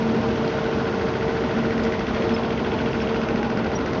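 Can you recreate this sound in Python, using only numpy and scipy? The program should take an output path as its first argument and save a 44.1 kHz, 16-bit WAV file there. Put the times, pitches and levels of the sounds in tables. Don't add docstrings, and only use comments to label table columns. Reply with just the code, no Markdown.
import sys
import numpy as np
from scipy import signal
from scipy.fft import rfft, irfft
from scipy.io import wavfile
from scipy.ndimage import uniform_filter1d

SR = 44100
rng = np.random.default_rng(int(sys.argv[2]) if len(sys.argv) > 2 else 0)


def int16_out(signal):
    q = np.round(np.clip(np.atleast_2d(signal).T, -1, 1) * 32767)
    wavfile.write(sys.argv[1], SR, q.astype(np.int16))


N = 176400
T = np.arange(N) / SR


def amp(db):
    return 10 ** (np.asarray(db) / 20)


def unit(x):
    return x / np.sqrt(np.mean(abs(x) ** 2) + 1e-20)


def curve(points):
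    return np.interp(T, *np.transpose(points))


def band(x, hz, width_hz):
    f = np.fft.rfftfreq(N, 1 / SR)
    return unit(irfft(rfft(x) * np.exp(-2 * np.log(2) * ((f - hz) / width_hz) ** 2), N))


def noise_band(hz, width_hz):
    return band(rng.standard_normal(N), hz, width_hz)


def drift(rate_hz):
    return noise_band(0, 2 * rate_hz)


def burst(age, rise_s, decay_s):
    rise = np.sin(np.pi / 2 * np.clip(age / rise_s, 0, 1)) ** 2
    return rise * np.exp(-np.maximum(age - rise_s, 0) / decay_s)


def steadied(x, window_s=0.0031):
    power = uniform_filter1d(x ** 2, size=int(window_s * SR))
    return unit(x / np.sqrt(abs(power) + 1e-9))


def rumble():
    # frequency_hz, relative_db
    spectrum = [(20, -37.5), (33, -28), (48, -20), (65, -7), (85, -4.5), (130, -3), (165, -3.5), (200, 2),
                (245, 1.7), (280, -2), (380, 0), (470, -5), (560, -7), (620, -4.5), (700, -13), (790, -8),
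                (870, -16), (1040, -10.5), (1200, -14.5), (1430, -13), (1620, -17.5), (2000, -18.5),
                (2300, -21), (3150, -24), (3700, -27.5), (5200, -33.5), (6200, -37), (7000, -49.5),
                (7600, -57)]
    # time_s, gain_db
    swell = [(0, 0.5), (.3, 1), (.7, 0.6), (1.15, 0), (1.6, 1), (2.05, -0.7), (2.2, 1.5), (2.45, -0.3),
             (3, 1), (3.35, -0.1), (4, 1)]
    treble_gain = [(0, -1), (1, -0.2), (1.8, -1.1), (2.25, .5), (2.7, -1), (3.15, -0.5), (3.5, -2),
                   (4, -1.5)]
    # time_s, level_db
    deep_level = [(0, -56.5), (.8, -56), (1.3, -50), (1.8, -45), (2.3, -44.5), (2.8, -48.5), (3.2, -42),
                  (4, -49.5)]
    hiss_level = [(0, -55), (1.2, -54), (1.9, -55), (2.4, -59), (3, -54.5), (3.5, -69), (4, -70)]
    wash_db, patch_db, treble_hz = -25.5, 0.54, 1200
    f = np.fft.rfftfreq(N, 1 / SR)
    hz, db = np.transpose(spectrum)
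    cells = signal.stft(rng.standard_normal(N), nperseg=512)[2]
    patches = uniform_filter1d(rng.standard_normal(cells.shape), size=8, axis=0)
    patches = unit(uniform_filter1d(patches, size=20, axis=1))
    wash = signal.istft(cells * amp(patch_db * patches), nperseg=512)[1][:N]
    wash = irfft(rfft(wash) * amp(np.interp(np.log(f + 1), np.log(hz), db)), N)
    treble = irfft(rfft(wash) * f ** 6 / (f ** 6 + treble_hz ** 6), N)
    wash += (amp(curve(treble_gain)) - 1) * treble
    deep = amp(curve(deep_level)) * noise_band(hz=52, width_hz=14)
    hiss = amp(curve(hiss_level)) * noise_band(hz=4720, width_hz=2150)
    return amp(wash_db + curve(swell)) * unit(wash) + deep + hiss


def hum():
    # pitch_hz, midway_level_db, unsteady_share
    tones = [(66.5, -44.5, .5), (133.9, -40, 0.5), (623.5, -39.5, .15), (679, -47, .2), (728, -47.5, 0.2),
             (776.5, -46, 0.15), (906, -48, 0.2)]
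    # time_s, level_db
    fundamental_level = [(0, -27.5), (.35, -27.5), (.7, -39.5), (1.1, -37), (1.45, -32.5), (1.6, -24),
                         (1.72, -39), (1.84, -27), (2.05, -37.5), (2.3, -30), (2.7, -35), (2.95, -31),
                         (3.45, -27), (3.8, -35.5), (4, -37.5)]
    octave_level = [(0, -31), (.25, -28), (.6, -30), (1, -28.5), (1.3, -29), (1.8, -27.5), (2.1, -33.5),
                    (2.28, -25), (2.42, -35), (2.7, -30.5), (3.1, -31), (3.35, -35), (3.65, -34.5),
                    (4, -32.5)]
    drone_hz, flutter_hz, wander, fade_db_per_s = 226.6, 8.5, 0.00194, 0.77
    clock = np.cumsum(1 + wander * drift(rate_hz=2.06)) / SR

    def tone(hz, db, unsteady):
        flutter = unit(drift(flutter_hz) + 1j * drift(flutter_hz))
        carrier = np.exp(2j * np.pi * (hz * clock + rng.random()))
        return amp(db) * unit(((1 - unsteady + unsteady * flutter) * carrier).real)

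    drone = tone(drone_hz, curve(fundamental_level), unsteady=0.33)
    drone += tone(2 * drone_hz, curve(octave_level), unsteady=0.33)
    fade = amp(-fade_db_per_s * (T - T.mean()))
    return drone + fade * sum(tone(*row) for row in tones)


def knocking():
    # time_s, blows_per_s
    blow_rate = [(0, 14.127), (1.3, 14.089), (1.98, 13.953), (2.11, 12.44), (2.24, 14.119), (2.7, 14.117),
                 (3.4, 13.986), (4, 13.825)]
    # centre_hz, width_hz, rattle_relative_db
    resonances = [(1490, 260, -16), (1950, 260, -6), (2500, 520, -14), (3120, 440, -11), (4900, 1600, -12)]
    # time_s, then level_db for each resonance, lowest first
    knock_levels = [(0, -41.5, -51, -40, -42.5, -47.5), (0.7, -34.5, -41.5, -41.5, -41, -46),
                    (1.3, -39.5, -33.5, -40.5, -40, -56.5), (1.6, -34, -35.5, -41, -55, -48),
                    (1.9, -45.5, -29.5, -36, -39, -41), (2.3, -43.5, -40, -33, -34, -44.5),
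                    (2.9, -38.5, -41, -31, -35, -52.5), (3.3, -32, -37.5, -32, -46.5, -41.5),
                    (3.55, -26.8, -38, -34.5, -45, -40.5), (3.75, -33, -36.5, -37.5, -57, -43.5),
                    (4, -31, -35, -44, -52, -38)]
    # delay_s, rise_s, decay_s, centre_hz, width_hz, level_db
    clatter = [(.019, 0.012, 0.028, 913, 217, -35), (0.013, .012, 0.027, 1420, 3000, -39.5),
               (.015, 0.0069, 0.011, 4570, 830, -48)]
    # delay_s, rise_s, decay_s, centre_hz, width_hz
    putter = (.012, .005, 0.01, 1452, 170)
    # time_s, level_db
    putter_level = [(0, -38), (.75, -30), (1.3, -30.5), (1.9, -31), (2.35, -36), (2.9, -31.5), (3.5, -32),
                    (4, -31)]
    first_blow_cycles, spread_db, alike_share, tail_share = 0.038, 0.4, 0.68, 0.32
    rate = curve(blow_rate)
    cycles = np.cumsum(rate) / SR - first_blow_cycles
    blow = np.floor(cycles).astype(int) + 1

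    def age(delay_s=0):
        return (cycles - delay_s * rate) % 1 / rate

    def ring(hz, width_hz):
        same = rng.standard_normal(N)[(age() * SR).astype(int)]
        drive = np.sqrt(alike_share) * same + np.sqrt(1 - alike_share) * rng.standard_normal(N)
        strength = amp(spread_db * rng.standard_normal(size=100)[blow])
        return strength * steadied(band(drive, hz, width_hz))

    strike = (1 - tail_share) * burst(age(), rise_s=0.003, decay_s=0.0025)
    strike += tail_share * burst(age(), rise_s=0.003, decay_s=0.008)
    rattle = burst(age(delay_s=0.011), rise_s=0.0066, decay_s=0.021)
    times, *levels = np.transpose(knock_levels)
    out = np.zeros(N)
    for (hz, width, rattle_db), db in zip(resonances, levels):
        envelope = strike + amp(rattle_db) * rattle
        out += amp(np.interp(T, times, db)) * envelope * ring(hz, width)
    for delay, rise, decay, hz, width, db in [*clatter, (*putter, curve(putter_level))]:
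        out += amp(db) * burst(age(delay), rise, decay) * ring(hz, width)
    return out


def ticks():
    # start_s, level_db, decay_s, centre_hz, width_hz
    transients = [(0.477, -32.5, 0.0057, 3700, 1500), (1.835, -34, .004, 4500, 2400),
                  (1.842, -42, 0.011, 4800, 2400)]
    return sum(amp(db) * burst(T - start, rise_s=0.00038, decay_s=decay) * noise_band(hz, width)
               for start, db, decay, hz, width in transients)


def surges():
    # start_s, length_s, centre_hz, width_hz, level_db
    swells = [(2.14, .12, 580, 170, -29.5), (2.6, .32, 900, 160, -37), (3.17, .44, 815, 65, -37)]
    return sum(amp(db) * np.sin(np.pi * np.clip((T - start) / length, 0, 1)) * noise_band(hz, width)
               for start, length, hz, width, db in swells)


def bird():
    # start_s, length_s, from_hz, to_hz, level_db
    chirps = [(2.338, 0.02, 5120, 5350, -31.5), (3.008, 0.023, 5350, 5560, -40.5),
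              (3.022, 0.03, 2930, 2860, -42), (3.07, .25, 4900, 4990, -52), (3.15, .05, 2960, 2850, -43),
              (3.749, 0.026, 5675, 5705, -32.3)]
    quaver = 1 + 0.0049 * drift(rate_hz=92)
    out = np.zeros(N)
    for start, length, from_hz, to_hz, db in chirps:
        progress = np.clip((T - start) / length, 0, 1)
        hz = (from_hz + (to_hz - from_hz) * progress) * quaver
        out += amp(db) * np.sin(np.pi * progress) * np.sin(2 * np.pi * np.cumsum(hz) / SR)
    return out


def scene():
    return (rumble() + hum() + knocking() + surges() + bird() + ticks())[None]


def record(dry):
    cutoff_hz = 7400
    low_pass = signal.firwin(401, cutoff_hz, window=("kaiser", 9), fs=SR)
    return signal.oaconvolve(dry, low_pass[None], "same")


dry = scene()
out = record(dry)
int16_out(out)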